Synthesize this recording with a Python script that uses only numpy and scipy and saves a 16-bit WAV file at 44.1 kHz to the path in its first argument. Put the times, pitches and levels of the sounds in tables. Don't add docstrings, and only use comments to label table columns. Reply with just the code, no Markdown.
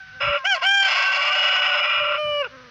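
import sys
import numpy as np
from scipy import signal
from scipy.fft import rfft, irfft
from scipy.io import wavfile
from scipy.ndimage import uniform_filter1d

SR = 44100
rng = np.random.default_rng(int(sys.argv[2]) if len(sys.argv) > 2 else 0)


def persist_wave(psi):
    counts = np.round(np.clip(psi, -1, 1) * 32767).astype(np.int16)
    wavfile.write(sys.argv[1], SR, np.atleast_2d(counts).T)


N = 119070

# (time [s], pitch [Hz], nominal level [dB], roughness [1 = full])
HIGH_SYLLABLES = [
    [(.44, 641.4, -28, 0.33), (.458, 743, -25, 0.42), (.474, 795, -19, 0.3), (.49, 817, -21, 0.2),
     (.512, 783, -17, 0.2), (.54, 742, -17.5, 0.3), (.555, 661, -26.5, 0.2), (.585, 616, -36, 0.5)],
    [(.618, 621, -28.5, 0.77), (.645, 755, -19, 0.65), (.675, 782, -16, 0), (.73, 798.5, -17, 0),
     (.81, 789.4, -16.5, 0), (.85, 778, -17, 0.27), (.95, 752.2, -38, 0.92), (1.72, 742.3, -29, 0.65),
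     (1.85, 735, -37.5, 0.94)],
]
LOW_SYLLABLES = [
    [(.2, 535.4, -44, 0.46), (.215, 558.6, -35, 0.63), (.3, 574.2, -30, 1.02), (.365, 575.5, -24, 0.13),
     (.39, 603, -51, 0.1)],
    [(.92, 540.7, -51.5, 0.64), (1.3, 593.8, -35.5, 0.77), (1.75, 588.1, -40, 0.8),
     (1.88, 600.6, -33.5, 0.29), (2.05, 591.5, -29.5, 0.48), (2.15, 580.2, -31.5, 1.2),
     (2.188, 605.7, -24.5, 0.05), (2.395, 581.2, -22.5, 0.17), (2.417, 569.3, -20, 0.37),
     (2.435, 511, -29.5, 0.87), (2.466, 473, -31.5, 1.08), (2.485, 315, -53.5, 1.1)],
]
# (frequency [Hz], relative gain [dB])
HIGH_SPECTRUM = [(600, 7), (800, -10.5), (1600, 0.5), (2350, -7), (3150, 0), (3400, -22.5), (3800, -37),
                 (4800, -24.5), (5550, -20), (6350, -27.5), (7150, -28.5), (7700, -50.5), (8700, -39),
                 (9500, -56.5), (12000, -55.5)]
LOW_SPECTRUM = [(590, 7.5), (950, 3.5), (1190, 1), (1460, 15.5), (1780, -14.5), (2380, -1), (2950, 4.5),
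                (3500, -31), (5400, -22.5), (6000, -32), (7500, -65.5), (10200, -35), (12000, -57)]
# (time [s], drive level [dB], beak opening [0-1])
RASP_DRIVE = [(.195, -53, 0.55), (.21, -19.5, 0.42), (.372, -22.5, 0), (.392, -35, 0.8), (.435, -57, 0.5),
              (.456, -12.5, 0.7), (.48, -42, 0.75), (.525, -41, 1), (.552, -26, 0.94), (.605, -37.5, 0.67),
              (.632, -20.5, 0.83), (.655, -24.5, 0.75), (.69, -51, 0.8), (.805, -47.5, 1), (.83, -23, 0.85),
              (.9, -18, 0.76), (1.15, -21, 0.78), (1.55, -18, 0.65), (1.9, -19.5, 0.42), (2.08, -23.5, 0.1),
              (2.165, -20, 0), (2.195, -43.5, 0.6), (2.41, -76, 0), (2.445, -23.5, 0.07),
              (2.468, -52.5, 0.2), (2.495, -88, 0.1)]
# (time [s], low pitch [Hz], high pitch [Hz])
MEMBRANE_PITCHES = [(.35, 577.7, 790), (.95, 542, 775.7), (1.35, 588, 773.2), (1.7, 586, 749),
                    (1.95, 595, 776.7)]
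# (centre [Hz], bandwidth [Hz], gain wide open [dB], gain nearly shut [dB], voiced share [0-1])
FORMANTS = [(580.6, 46, -33.5, -10.5, 0.31), (793, 340, -15, -34, 0.07), (1137, 240, -18, -11.5, 0.27),
            (1383, 123, -19, -4.5, 0.53), (1495, 240, -15, -16.5, 0.4), (1954, 140, -12.5, -16.5, 0.12),
            (2278, 210, -10, -14, 0.6), (2682, 360, -13.5, -6.5, 0.17), (2880, 180, -11, -14.5, 0.6),
            (3346, 320, -15.5, -22.5, 0.6), (4014, 120, -27.5, -35.5, 0.2), (4457, 400, -4, -75, 0.1),
            (5103, 223, -14.5, -29, 0.1), (5840, 330, -21, -59, 0.3), (6660, 210, -26.5, -60, 0.1),
            (7490, 220, -34.5, -72, 0.2)]
# (time [s], frequency [Hz], nominal level [dB])
OVERTONE_TRACKS = [
    [(.91, 1095, -30), (1.18, 1119, -30), (1.36, 1200, -28.5)],
    [(.86, 1535, -35.5), (1.08, 1557, -22.5), (1.27, 1519, -39.5), (1.37, 1539, -32.5), (1.8, 1469, -30.5)],
    [(1.15, 2310, -34), (1.36, 2337, -27.5)],
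    [(1.77, 2397, -31), (1.97, 2426, -28), (2.15, 2328, -34.5)],
    [(.88, 2600, -46.5), (1.06, 2731, -25), (1.24, 2767, -30), (1.39, 2895, -25), (1.72, 2901, -28.5),
     (1.85, 2870, -29), (2.16, 2853, -30.5)],
]
# (time [s], pitch [Hz], level [dB], roughness [1 = full])
GROAN_CALLS = [
    [(.11, 238.6, -72, .3), (.16, 263.2, -52, 0.1), (.205, 240, -59, 0.4)],
    [(2.49, 240.5, -58, 0.8), (2.54, 263.8, -44.5, 1), (2.7, 242, -49, 1.14)],
]
FAR_CALLS = [
    [(0, 794, -36.5, 1.23), (.06, 750, -45.5, 0.41), (.21, 762, -40, 1)],
    [(.37, 554, -37.5, 0), (.445, 514, -35.5, 0.4)],
    [(.555, 547, -32, 0), (.578, 526, -27.5, 0.4), (.603, 556, -41.5, 0.04), (.63, 510, -16, 0)],
]
# (time [s], level [dB])
WIND_GUSTS = [(0, -60), (.2, -52), (.3, -33), (.345, -68.5), (1.93, -67.5), (1.99, -50.5), (2.22, -62),
              (2.25, -43), (2.4, -59)]
# (frequency [Hz], relative gain [dB])
GROAN_SPECTRUM = [(260, 2), (530, 6), (790, -16), (1150, 7.5), (2400, -12.5), (3500, -51)]
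FAR_SPECTRUM = [(530, -13), (770, -11), (1080, 10.5), (1520, 6.5), (1700, 1.5), (2250, -14), (4500, -18)]
WIND_SPECTRUM = [(25, -27), (50, -6.5), (150, -4.5), (320, -33.5), (2000, -77)]
FIELD_SPECTRUM = [(30, -22), (150, 0), (350, -12), (900, -9.5), (1400, 8.5), (4000, -2), (6000, -6),
                  (7500, -39), (16000, -36)]

WANDER_SHARE, JITTER_CYCLES, SHIMMER_DB, DULLING_DB = 0.01888, 0.013, 0.5, -9.5
FLUTTER_SHARE, FLUTTER_DB, FLICKER_DB, STRAIN_CYCLES = .0035, 4, 1.5, .005
FLUTTER_HZ, STRAIN_HZ = 39.65, 215


def rooster():
    high_lead, low_lead, chaos_lead = competition()
    power, chaos = effort()
    crow = rasp() * np.sqrt(chaos_lead) + overtones()
    crow += voice(HIGH_SYLLABLES, HIGH_SPECTRUM, harmonics=19, flutter=0.73) * high_lead ** chaos
    crow += voice(LOW_SYLLABLES, LOW_SPECTRUM, harmonics=19) * low_lead ** chaos
    return saturate(crow, power, chaos)


def voice(syllables, spectrum, harmonics, flutter=0):
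    t = np.arange(N) / SR
    out = np.zeros(N)
    for rows in syllables:
        hz, db, rough = curves(rows)
        rough = np.clip(rough, .09, 1)
        tremble = flutter * np.sin(2 * np.pi * np.cumsum(FLUTTER_HZ * (1 + 0.15 * walk(23))) / SR)
        hz = hz * (1 + WANDER_SHARE * rough * walk(130) + FLUTTER_SHARE * tremble + 0.0012 * walk(200))
        cycles = np.cumsum(hz) / SR + JITTER_CYCLES * rough * walk(500)
        cycles += flutter * STRAIN_CYCLES * np.sin(2 * np.pi * STRAIN_HZ * t + 2 * walk(260))
        gate = during(rows, edge_s=0.0063)
        on = gate > 0
        series, power = 0, 0
        for k in range(1, harmonics + 1):
            treble = np.interp(k * hz[on], [2950, 3100], [0, 1])
            gain = spectral_gain(spectrum, k * hz[on]) * undb(DULLING_DB * rough[on] * treble)
            power += gain ** 2 / 2
            sway_db = (SHIMMER_DB * rough[on] + flutter * FLICKER_DB * (k > 4)) * walk(110)[on]
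            sway_db += FLUTTER_DB * tremble[on] * np.clip(k / 2 - 1, 0, 1)
            sway_db += 2.5 * (k > 5) * walk(15)[on]
            series += gain * undb(sway_db) * np.sin(2 * np.pi * k * cycles[on])
        out[on] += series / np.sqrt(power) * gate[on] * undb(db[on])
    return out


def rasp(median_closure_hz=646, scatter_db=2):
    drive_db, opening = curves(RASP_DRIVE)
    timing, size = rng.standard_normal((N // 20, 2)).T
    closures = np.cumsum(np.exp(.3 * timing)) * SR / median_closure_hz
    inside = closures < N
    pulses = np.bincount(closures[inside].astype(int), undb(scatter_db * size[inside]), N)
    tones = clash()
    out = undb(-63.5) * resonance(pulses, hz=9750, width=1300)
    for k, (hz, width, open_db, shut_db, voiced) in enumerate(FORMANTS):
        tonal = np.sqrt(voiced) * resonance(tones, hz, width)
        pulsed = np.sqrt(1 - voiced) * resonance(pulses, hz, width)
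        out += (-1) ** k * (tonal + pulsed) * undb(shut_db + (open_db - shut_db) * opening)
    return out * undb(drive_db)


def clash(wander_share=0.01725):
    pitches = [hz * (1 + wander_share * walk(98)) for hz in curves(MEMBRANE_PITCHES)]
    low, high = (np.exp(2j * np.pi * np.cumsum(hz) / SR) for hz in pitches)
    return np.real(np.polyval(np.ones(12), low) * np.polyval(np.ones(3), high))


def overtones(waver_hz=20, throb_db=3.5):
    out = 0
    for rows in OVERTONE_TRACKS:
        hz, db = curves(rows)
        cycles = np.cumsum(hz + waver_hz * walk(260)) / SR
        throb = undb(throb_db * walk(90))
        out += during(rows) * undb(db) * unit(throb * np.sin(2 * np.pi * cycles))
    return out


def competition():
    leads = undb(7 * np.array([walk(90) for _ in range(3)]))
    return leads / np.sqrt(np.mean(leads ** 2, axis=0))


def effort():
    overtone_power = sum((during(rows) * undb(curves(rows)[1])) ** 2 for rows in OVERTONE_TRACKS)
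    chaotic_power = undb(curves(RASP_DRIVE)[0]) ** 2 + overtone_power
    power = chaotic_power + sum(undb(curves(rows)[1]) ** 2 for rows in HIGH_SYLLABLES + LOW_SYLLABLES)
    return power, chaotic_power / power


def saturate(x, power, chaos, strength=.65):
    running_power = np.abs(uniform_filter1d(x ** 2, int(.007 * SR))) + .05 * power
    return x * (power / running_power) ** (strength / 2 * chaos)


def groans():
    return voice(GROAN_CALLS, GROAN_SPECTRUM, harmonics=12)


def echo(x, t60_s=0.93, cutoff_hz=3520):
    t = np.arange(N // 4) / SR
    tail = rng.standard_normal(len(t)) * np.exp(-np.log(1000) * t / t60_s)
    lowpass = signal.butter(2, cutoff_hz, fs=SR, output="sos")
    tail = signal.sosfilt(lowpass, tail / np.linalg.norm(tail))
    return undb(-25) * signal.fftconvolve(x, tail)[:N]


def far_bird():
    return voice(FAR_CALLS, FAR_SPECTRUM, harmonics=6)


def wind():
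    return noise(WIND_SPECTRUM) * undb(curves(WIND_GUSTS)[0])


def field_hush(level_db=-50.5):
    return undb(level_db) * noise(FIELD_SPECTRUM)


def undb(db):
    return 10 ** (np.asarray(db) / 20)


def unit(x):
    return x / np.sqrt(np.mean(x ** 2))


def curves(rows):
    times, *columns = np.array(rows, float).T
    return [np.interp(np.arange(N) / SR, times, column) for column in columns]


def during(rows, edge_s=0.059):
    t = np.arange(N) / SR
    return np.clip(np.minimum(t - rows[0][0], rows[-1][0] - t) / edge_s, 0, 1)


def spectral_gain(spectrum, hz):
    knots_hz, knots_db = np.array(spectrum, float).T
    return undb(np.interp(np.log(hz + 1e-9), np.log(knots_hz), knots_db))


def noise(spectrum):
    gain = spectral_gain(spectrum, np.fft.rfftfreq(N, 1 / SR))
    return unit(irfft(rfft(rng.standard_normal(N)) * gain, N))


def walk(rate_hz):
    return unit(np.interp(np.arange(N) / SR * rate_hz, np.arange(N // 10), rng.standard_normal(N // 10)))


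def resonance(x, hz, width):
    edges = [hz - width / 2, hz + width / 2]
    return unit(signal.sosfilt(signal.butter(2, edges, "band", fs=SR, output="sos"), x))


def scene():
    crow = rooster()
    sources = crow + groans() + far_bird() + wind()
    return (sources + echo(crow) + field_hush())[None]


def record(dry, cutoff_hz=15600):
    return signal.sosfilt(signal.ellip(8, .2, 70, cutoff_hz, fs=SR, output="sos"), dry)


dry = scene()
out = record(dry)
persist_wave(out)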